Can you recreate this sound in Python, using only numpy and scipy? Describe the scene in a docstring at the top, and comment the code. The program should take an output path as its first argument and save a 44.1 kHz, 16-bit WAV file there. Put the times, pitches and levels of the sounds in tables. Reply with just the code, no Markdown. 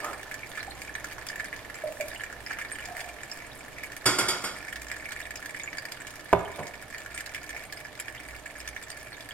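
"""Coffee trickles from a cloth filter into a glass server on a kitchen counter.
The thread breaks into drops: each ticks on the surface, plops and rings in the glass; some trap a
tiny bubble. Nearby, metal clatters four times from 4.1 s, and at 6.3 s something is put down with
a dull knock. Soft bloops, scuffs and rustles come and go; the kitchen hums faintly."""
import sys
import numpy as np
from scipy import signal
from scipy.fft import rfft, irfft, next_fast_len
from scipy.io import wavfile

SR = 44100
rng = np.random.default_rng(int(sys.argv[2]) if len(sys.argv) > 2 else 0)


def wrap_up_sound(samples):
    """Save the sound to the file named by the first command line argument, as 16-bit audio."""
    columns = np.atleast_2d(samples).T
    # keep every value between -1 and 1, then stretch to whole-number steps
    tamed = np.clip(columns, -1, 1)
    steps = np.round(tamed * 32767).astype(np.int16)
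    wavfile.write(sys.argv[1], SR, steps)


N = 411453

# fat drops; all drop rows are (time [s], plop pitch [Hz], relative plop [dB], relative splash [dB])
FAT_DROPS = [(0.045, 1700, -34.5, -42.5), (0.131, 1310, -35, -47.5), (0.313, 1714, -32.5, -50),
             (0.3416, 1750, -36, -44.5), (0.432, 2270, -36, -62), (0.629, 1850, -37.5, -48),
             (0.818, 2160, -36.5, -44.5), (0.952, 1920, -29, -45.5), (1.0437, 1540, -32, -43),
             (1.112, 1850, -39, -49), (1.182, 1352, -34.5, -52), (1.267, 1620, -52, -43),
             (1.2864, 1900, -40, -38.5), (1.300, 1770, -33.5, -62), (1.358, 1770, -35.5, -49),
             (1.3976, 1850, -29.5, -48.5), (1.444, 1660, -39, -45.5), (1.528, 1890, -31.5, -58),
             (1.699, 1830, -35, -52), (2.009, 2260, -30.5, -41.5), (2.115, 1830, -38.5, -54),
             (2.2073, 1800, -34.5, -62), (2.236, 1740, -31.5, -46), (2.463, 1910, -37, -55),
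             (2.529, 2060, -35, -50), (2.5872, 1390, -32, -47), (2.649, 1880, -35, -51),
             (2.756, 1850, -35.5, -51), (2.786, 1800, -33, -49), (2.9675, 1860, -34, -46),
             (3.233, 1790, -36.5, -45.5), (3.783, 2060, -36.5, -53), (3.835, 2050, -35, -46),
             (4.6843, 1950, -34.5, -53), (4.727, 1830, -33, -45.5), (4.758, 1762, -37.5, -43.5),
             (4.915, 1900, -28, -42), (5.056, 2150, -33, -54), (5.120, 1770, -34, -41.5),
             (5.163, 1870, -33.5, -51), (5.254, 1910, -38, -50), (5.3072, 1790, -35, -46),
             (5.426, 1790, -36.5, -57), (5.5469, 1890, -31, -51.5), (5.5973, 2170, -35, -48.5),
             (5.676, 2310, -33.5, -60), (5.7298, 1900, -32.5, -49), (5.771, 2080, -36, -47),
             (5.783, 1660, -33.5, -44), (5.853, 1840, -33, -45), (5.92, 1700, -43, -40.5),
             (6.946, 1887, -33.5, -53), (7.061, 1630, -34, -49.5), (7.177, 2090, -31.5, -42.5),
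             (7.206, 1770, -35.5, -51), (7.261, 1890, -38, -43), (7.3468, 2050, -32, -41.5),
             (7.492, 1890, -37, -44), (7.565, 2080, -33, -58), (7.725, 1750, -38, -42),
             (7.999, 1700, -37, -37.5), (8.082, 1830, -33, -46), (8.46, 1800, -36.5, -50),
             (8.676, 1798, -37.5, -38.5), (8.764, 1920, -33.5, -50), (8.902, 1700, -42, -42),
             (9.289, 1750, -40, -49)]
# contacts of the knock: (time [s], relative level [dB])
CONTACTS = [(6.3296, 0), (6.3337, 3.5), (6.3414, -18), (6.3506, -12)]


def trickle():
    """Drop rows: fat drops, drips, their rebounds, fine spatter and spurts."""
    # the thread splutters: (start [s], end [s], relative plop [dB])
    splutters = [(0.55, 0.609, -39), (2.469, 2.535, -37), (2.587, 2.632, -41.5), (2.976, 3.015, -43),
                 (7.14, 7.21, -50), (7.299, 7.381, -46)]
    falling = np.vstack([FAT_DROPS, with_flow(drips(gap_s=0.058, refill_s=0.03), share=0.79)])
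    rebounds = [fallback(falling, delay_s=0.0076, size_db=-9.5),
                fallback(falling, delay_s=0.015, size_db=-15.5)]
    spatter = droplets(0, N / SR, per_s=70, hz=1850, plop_db=-46.5, splash_db=-59.5)
    spurts = [droplets(start, end, per_s=260, hz=1750, plop_db=db, splash_db=-59)
              for start, end, db in splutters]
    return np.vstack([falling, *rebounds, with_flow(spatter, share=0.43), *spurts])


def drips(gap_s, refill_s):
    """Drop rows: the thread pinches off at a nearly even pace, except where a fat drop empties it."""
    scatter = np.clip(rng.standard_normal((300, 4)), -2, 1.6)
    s = np.cumsum(gap_s * np.exp(0.35 * scatter[:, 0]))
    hz = 1830 * np.exp(0.066 * scatter[:, 1])
    plop_db, splash_db = -41 + 3 * scatter[:, 2], -51.5 + 5.5 * scatter[:, 3]
    nearest_fat_s = np.abs(s[:, None] - np.array(FAT_DROPS)[:, 0]).min(axis=1)
    return np.c_[s, hz, plop_db, splash_db][(s < N / SR) & (nearest_fat_s > refill_s)]


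def fallback(rows, delay_s, size_db):
    """Drop rows: each drop throws up a smaller one, which falls back at a pitch near its own."""
    scatter = rng.standard_normal((len(rows), 3))
    s, hz, plop_db, splash_db = np.transpose(rows)
    landing_s = s + delay_s * np.exp(0.5 * scatter[:, 0])
    step_db = size_db + 2 * scatter[:, 2]
    smaller = np.c_[landing_s, hz * np.exp(0.1 * scatter[:, 1]), plop_db + step_db, splash_db + step_db]
    return smaller[landing_s < N / SR]


def droplets(start_s, end_s, per_s, hz, plop_db, splash_db):
    """Drop rows: small droplets at random times."""
    when, lottery = rng.random((1200, 2)).T
    scatter = np.clip(rng.standard_normal((1200, 3)), -2, 1.7)
    span_s = end_s - start_s
    levels_db = [plop_db, splash_db] + 4 * scatter[:, 1:]
    rows = np.c_[start_s + span_s * when, hz * np.exp(0.14 * scatter[:, 0]), levels_db]
    return rows[lottery < per_s * span_s / len(rows)]


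def with_flow(rows, share):
    """Drops grow and shrink with the vigour of the trickle."""
    # vigour: (time [s], relative level [dB])
    flow = [(0, -2), (0.6, -6.5), (0.75, -3.5), (1.15, 1.5), (1.45, -1), (1.75, -2), (2.35, 0), (2.7, 4),
            (3.15, -5), (3.9, -1.5), (4.8, 2.5), (5.9, 1.5), (6.25, -6.5), (6.9, -2), (7.3, 0.5), (7.7, 1),
            (8.6, -3.5), (9.33, -4.5)]
    vigour_db = np.interp(rows[:, 0], *np.transpose(flow))
    return rows + share * np.outer(vigour_db, [0, 0, 1, 1])


def drops(rows, plop_gain_db, splash_gain_db, wall_s, wall_db):
    """Each drop ticks and slaps, and its dent rings; returns direct sound and bounce off the glass."""
    # splash spectrum: (frequency [Hz], relative level [dB])
    splash = [(500, -43), (1200, -13), (2600, 5.5), (4000, -2), (5800, 0), (7500, -2), (9000, -5),
              (10500, -8), (13000, -12), (16000, -40)]
    direct, bounce, t = np.zeros(N), np.zeros((2, N)), clock(768)
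    hiss = noise(splash, N + 1024)
    sharp = butter(rng.standard_normal(N + 1024), order=2, hz=8900, kind="high")
    slap_shape = fade(t, t60_s=0.0059) * (1 - np.exp(-t / 0.00017))
    tick_shape = fade(t, t60_s=0.0021)
    spots = rng.random((len(rows), 4))  # landing spot sets two wall delays, tint and tick level
    for (s, hz, plop_db, splash_db), spot in zip(rows, spots):
        i, tint_hz = round(s * SR), np.interp(spot[2], [0, 1], [3000, 11500])
        slap = hiss[i:i + len(t)] * slap_shape
        slap = rms_one(slap + from_db(5.5) * resonate(slap, tint_hz, 0.16 * tint_hz))
        tick = from_db(-16.5 + 11 * spot[3]) * rms_one(sharp[i:i + len(t)] * tick_shape)
        plop = rms_one(bubble(t, hz, rise_s=0.0003, t60_s=0.0067, glide=0.0097))
        drop = from_db(splash_db + splash_gain_db) * (slap + tick)
        drop += from_db(plop_db + plop_gain_db) * plop
        add(direct, s, drop)
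        for channel, delay_s in zip(bounce, wall_s * (0.5 + spot[:2])):
            add(channel, s + delay_s, from_db(wall_db) * drop)
    return direct, bounce


def bubble(t, hz, rise_s, t60_s, glide):
    """A damped sine whose pitch slides by the fraction glide as it dies."""
    pitch_hz = hz * (1 + glide * (0.5 - fade(t, t60_s)))
    return np.sin(2 * np.pi * np.cumsum(pitch_hz) / SR) * (1 - np.exp(-t / rise_s)) * fade(t, t60_s)


def pings(gain_db, faint_per_s, low_hz, high_hz):
    """Tiny trapped bubbles ring high and rise in pitch as they near the surface."""
    # clearest bubbles: (time [s], pitch [Hz], relative level [dB])
    clear = [(0.605, 4166, -43.5), (2.159, 2910, -45), (2.463, 5205, -43.5), (2.722, 8680, -41.5),
             (3.314, 5340, -39), (5.634, 7000, -40.5), (5.782, 4740, -44), (7.146, 8750, -45),
             (9.308, 3220, -44)]
    when, pitch, size, lottery = rng.random((200, 4)).T
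    faint = np.c_[when * N / SR, low_hz * (high_hz / low_hz) ** pitch, -60 + 12 * size]
    faint = faint[lottery < faint_per_s * N / SR / len(faint)]
    out, t = np.zeros(N), clock(2048)
    for s, hz, db in np.vstack([clear, faint]):
        ping = bubble(t, hz, rise_s=0.00042, t60_s=0.012, glide=0.1)
        add(out, s + 0.000985, from_db(db + gain_db) * ping)
    return out


def fizz(per_s, spread_db, level_db):
    """The finest spray: a steady crackle of tiny bursting bubbles."""
    sizes = from_db(spread_db * np.minimum(rng.exponential(1, N), 3)) * rng.choice([-1, 1], N)
    clicks = sizes * (rng.random(N) < per_s / SR)
    pitches_hz, band = np.geomspace(2600, 10000, 12), rng.integers(0, 12, N)
    crackle = sum(resonate(clicks * (band == k), hz, hz / 7) for k, hz in enumerate(pitches_hz))
    return from_db(level_db) * rms_one(crackle)


def server(x, ring_db):
    """The glass and the air in it ring at their resonances."""
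    # resonances: (frequency [Hz], width [Hz], relative gain [dB])
    modes = [(1688, 12, 9.5), (1759, 93, 14), (1890, 35, 11), (2232, 53.5, 18), (2343, 60, 16.5),
             (3500, 68, 2), (4810, 380, 5), (6960, 69, 5.5), (7330, 99, 13.5), (8565, 61, 17),
             (10770, 97, 15.5), (11900, 61, 13.5)]
    return x + from_db(ring_db) * sum(from_db(db) * resonate(x, hz, width) for hz, width, db in modes)


def bloops(gain_db):
    """Low, hollow notes that swell and sag a little."""
    # notes: (time [s], pitch [Hz], relative level [dB])
    notes = [(0.678, 777, -33.5), (1.837, 623, -26), (1.856, 604.5, -26.5), (2.001, 615, -27),
             (2.018, 600, -32.5)]
    out, t = np.zeros(N), clock(8192)
    for s, hz, db in notes:
        add(out, s, from_db(db + gain_db) * bubble(t, hz, rise_s=0.0046, t60_s=0.053, glide=-0.0085))
    return out


def clatter(ring_db):
    """Each blow sets off a dense rattle, whose top dies first, and metal modes in close clusters."""
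    # blows: (time [s], relative level [dB], treble [dB], rise [s])
    blows = [(4.0562, -17.5, -1.5, 0.0041), (4.185, -21.5, -3.5, 0.0014), (4.283, -25.5, 1, 0.0029),
             (4.438, -29, -3, 0.004)]
    # rattle spectrum: (frequency [Hz], relative level [dB])
    spectrum = [(50, -12), (130, -2), (200, -15), (370, 1), (800, 0), (1300, 3.5), (1700, 0), (2800, -5.5),
                (5000, -7), (7500, 0), (10000, 1), (13000, -10.5), (16000, -30)]
    # metal modes: (frequency [Hz], relative level [dB])
    modes = [(199, -11.5), (280, -18), (366, -13), (1152, -14), (1416, -8), (2180, -9), (3130, -19),
             (3345, -7), (3830, -12), (4750, -3), (5385, -6), (6907, -8), (7558, -17), (8440, -16)]
    out, t = np.zeros(N), clock(32768)
    strike = 1 + 0.55 * fade(t, t60_s=0.095)  # the contact stands above the ringing
    for s, db, treble_db, rise_s in blows:
        rattle = noise(spectrum, len(t))
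        low = butter(rattle, order=1, hz=3500)
        blow = low * fade(t, t60_s=0.4) + from_db(treble_db) * (rattle - low) * fade(t, t60_s=0.14)
        for hz, mode_db in modes:
            cluster = resonate(rng.standard_normal(len(t) + 2048), hz, 29.6 * np.sqrt(hz / 1000))
            ring = rms_one(cluster[2048:]) * fade(t, t60_s=0.36)
            blow += from_db(ring_db + mode_db + treble_db * (hz > 3000)) * ring
        add(out, s, from_db(db) * blow * strike * (1 - np.exp(-t / rise_s)))
    return out


def knock(gain_db, cushion_hz):
    """A solid thing lands and settles in a few quick, cushioned contacts."""
    # modes of thing and counter: (frequency [Hz], relative level [dB], t60 [s])
    modes = [(77, -26, 0.5), (113.7, -23.5, 0.42), (171, -21, 0.12), (389, -6, 0.077), (443, -32, 0.25),
             (623, -1, 0.04), (665, -29, 0.3), (770, -36, 0.42), (847, -6, 0.041), (970, -10, 0.026),
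             (1500, -10, 0.013), (2200, -6.5, 0.01), (2180, -32.5, 0.34), (3560, -23, 0.32)]
    out, t = np.zeros(N), clock(32768)
    body = sum(from_db(db) * np.cos(2 * np.pi * hz * t) * fade(t, t60_s) for hz, db, t60_s in modes)
    body = butter(body, order=2, hz=cushion_hz)
    for s, db in CONTACTS:
        add(out, s, from_db(db + gain_db) * body)
    return out


def crack(level_db, t60_s, hz, width_hz):
    """The first hard touch of the knock gives a short, bright click."""
    out, t = np.zeros(N), clock(2048)
    burst = rms_one(resonate(rng.standard_normal(len(t)), hz, width_hz))
    add(out, CONTACTS[0][0], from_db(level_db) * burst * fade(t, t60_s))
    return out


def scuffs():
    """Things being moved: friction noise in one resonance, swelling and fading."""
    # rubs: (start [s], length [s], centre [Hz], width [fraction of centre], level [dB])
    rubs = [(0.03, 0.085, 1220, 0.087, -36), (0.035, 0.061, 780, 0.2, -39), (0, 0.16, 261, 3, -38),
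            (2.836, 0.32, 713, 0.14, -45), (4.412, .1, 457, 2.44, -43), (6.579, 0.053, 580, 0.59, -33.5),
            (6.586, 0.061, 129, 0.75, -37.5), (7.53, 0.055, 620, 0.42, -45.5)]
    out, t = np.zeros(N), clock(16384)
    for s, length_s, hz, width, db in rubs:
        rub = resonate(resonate(rng.standard_normal(len(t)), hz, width * hz), hz, 2 * width * hz)
        swell = np.sin(np.pi * np.clip(t / length_s, 0, 1) ** 0.71)
        add(out, s, from_db(db) * rms_one(rub) * swell)
    return out


def rustles(hz, width_hz):
    """Brief, soft hisses of something sliding."""
    # slides: (start [s], length [s], level [dB])
    slides = [(0.015, 0.13, -51), (1.82, 0.35, -54), (2.846, 0.31, -58)]
    out, t = np.zeros(N), clock(16384)
    for s, length_s, db in slides:
        hiss = rms_one(resonate(rng.standard_normal(len(t)), hz, width_hz))
        add(out, s, from_db(db) * hiss * np.sin(np.pi * np.clip(t / length_s, 0, 1)))
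    return out


def hum():
    """Narrow, wavering drones of the kitchen."""
    # drones: (frequency [Hz], half-width of each filter [Hz], level [dB])
    drones = [(59.4, 3.2, -57), (114.6, 22, -59), (292.6, 20.7, -61.5), (615, 13, -59.5), (683, 33, -60.5)]
    out = np.zeros(N)
    for hz, half_hz, db in drones:
        band = resonate(rng.standard_normal(N), hz, 2 * half_hz)
        out += from_db(db) * rms_one(resonate(band, hz, 2 * half_hz))
    return out


def kitchen_air(midway_db, fall_db_per_s):
    """Diffuse room noise that slowly grows quieter."""
    # air spectrum: (frequency [Hz], relative density [dB])
    spectrum = [(20, 3), (60, -5), (200, -3), (520, -0.5), (680, -0.5), (1100, -4), (2400, -9),
                (3800, -14.5), (7300, -20), (12800, -23.5), (16000, -37)]
    return diffuse(spectrum, N) * from_db(midway_db - fall_db_per_s * (clock(N) - N / SR / 2))


def reverb(x, t60_s, wet_db, treble_db):
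    """Dense reflections that start a few ms late and die away."""
    t = clock(32768)
    onset = np.clip(t / 0.0017 - 1, 0, 1)
    tail = diffuse([(1500, 0), (12000, treble_db)], len(t)) * fade(t, t60_s) * onset
    tail /= np.sqrt(np.mean(np.sum(tail ** 2, axis=1)))
    return from_db(wet_db) * signal.oaconvolve(x[None], tail, axes=1)[:, :N]


def diffuse(spectrum, count):
    """Stereo noise from all around, partly alike in both channels."""
    # left-right likeness: (frequency [Hz], correlation [0..1])
    likeness = [(100, 0.39), (700, 0.66), (1500, 0.72), (3000, 0.25), (7000, 0.061), (12000, 0.85),
                (15000, 1)]
    size = next_fast_len(count)
    hz = np.fft.rfftfreq(size, 1 / SR)
    alike = np.clip(at_hz(likeness, hz), -0.99, 0.99)
    mid, side = rfft(rng.standard_normal((2, size)))
    pair = np.sqrt(1 + alike) * mid + np.sqrt(1 - alike) * side * [[1], [-1]]
    return rms_one(irfft(pair * from_db(at_hz(spectrum, hz)), size)[:, :count])


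def microphones(direct, around):
    """Direct sound reaches two ports out of step, rippled by nearby surfaces; the right is louder."""
    # phase between ports: (frequency [Hz], left lead [rad])
    lead = [(100, 0.3), (1500, 0.46), (2200, 0.23), (3200, 1), (5000, 3), (8500, 0.58), (10000, 1.75),
            (12000, 0.2), (15000, -0.5)]
    # balance: (frequency [Hz], left minus right [dB])
    balance = [(60, -4.5), (300, -3.5), (1500, -3), (4000, -3.5), (8000, -0.5)]
    size = next_fast_len(N + 2048)
    hz, knots_hz = np.fft.rfftfreq(size, 1 / SR), np.arange(0, SR / 2, 220)
    half = np.array([[0.5], [-0.5]])
    depth_rad = 0.7 * np.interp(hz, [600, 2000, 9000, 14000], [0, 1, 1, 0.4])
    ripple_rad = depth_rad * np.interp(hz, knots_hz, rng.standard_normal(len(knots_hz)))
    pair = rfft(direct, size) * np.exp(1j * half * (at_hz(lead, hz) + ripple_rad)) + rfft(around, size)
    return irfft(pair * from_db(half * at_hz(balance, hz)), size)[:, :N]


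def noise(spectrum, count):
    """Coloured noise of rms 1."""
    size = next_fast_len(count)
    gain = from_db(at_hz(spectrum, np.fft.rfftfreq(size, 1 / SR)))
    return rms_one(irfft(rfft(rng.standard_normal(size)) * gain, size)[:count])


def resonate(x, hz, width_hz):
    """Two-pole resonance, peak gain 1."""
    r = np.exp(-np.pi * width_hz / SR)
    feedback = [1, -2 * r * np.cos(2 * np.pi * hz / SR), r * r]
    return signal.lfilter(np.array([1, 0, -1]) * (1 - r * r) / 2, feedback, x + 1e-18)


def butter(x, order, hz, kind="low"):
    """Maximally flat filter."""
    return signal.sosfilt(signal.butter(order, hz, kind, fs=SR, output="sos"), x)


def from_db(db):
    """Decibels to gain."""
    return 10 ** (np.asarray(db) / 20)


def rms_one(x):
    """Scale to rms 1."""
    return x / np.sqrt(np.mean(x ** 2) + 1e-20)


def at_hz(points, hz):
    """Read a table on a log-frequency axis."""
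    points_hz, value = np.transpose(points)
    return np.interp(np.log(hz + 1e-3), np.log(points_hz), value)


def clock(count):
    """Sample times in s."""
    return np.arange(count) / SR


def fade(t, t60_s):
    """Exponential decay."""
    return np.exp(-np.log(1000) * t / t60_s)


def add(track, s, sound):
    """Mix a sound in at time s."""
    i = max(round(s * SR), 0)
    part = track[..., i:i + sound.shape[-1]]
    part += sound[..., :part.shape[-1]]


def scene():
    """Coffee in the server close by, handling noises and kitchen air around it."""
    splashes, bounce = drops(trickle(), plop_gain_db=-12.5, splash_gain_db=-4.5,
                             wall_s=0.0021, wall_db=1.5)
    trapped = pings(gain_db=18, faint_per_s=5, low_hz=2890, high_hz=8500)
    coffee = server(splashes + trapped + fizz(per_s=220, spread_db=8.5, level_db=-63), ring_db=-7)
    thud = knock(gain_db=-6, cushion_hz=1330) + crack(level_db=-32, t60_s=0.033, hz=6000, width_hz=7000)
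    soft = bloops(gain_db=11) + scuffs() + rustles(hz=8000, width_hz=4700)
    metal = clatter(ring_db=-2.5)
    room = reverb(coffee, t60_s=0.064, wet_db=-3.5, treble_db=0)
    room += reverb(coffee, t60_s=0.38, wet_db=-12, treble_db=-16)
    room += reverb(thud, t60_s=0.66, wet_db=-13, treble_db=-6)
    room += reverb(soft + metal, t60_s=0.5, wet_db=-9, treble_db=-8.5)
    air = kitchen_air(midway_db=-47.5, fall_db_per_s=0.39)
    return microphones(coffee + thud + soft + metal + hum(), bounce + room + air)


def record(dry):
    """Soft saturation rounds the peaks; a steep low-pass cuts above 16.1 kHz."""
    lowpass = signal.ellip(10, 0.1, 80, 16100, fs=SR, output="sos")
    return signal.sosfilt(lowpass, 1.241 * np.tanh(dry / 1.349))


dry = scene()
out = record(dry)
wrap_up_sound(out)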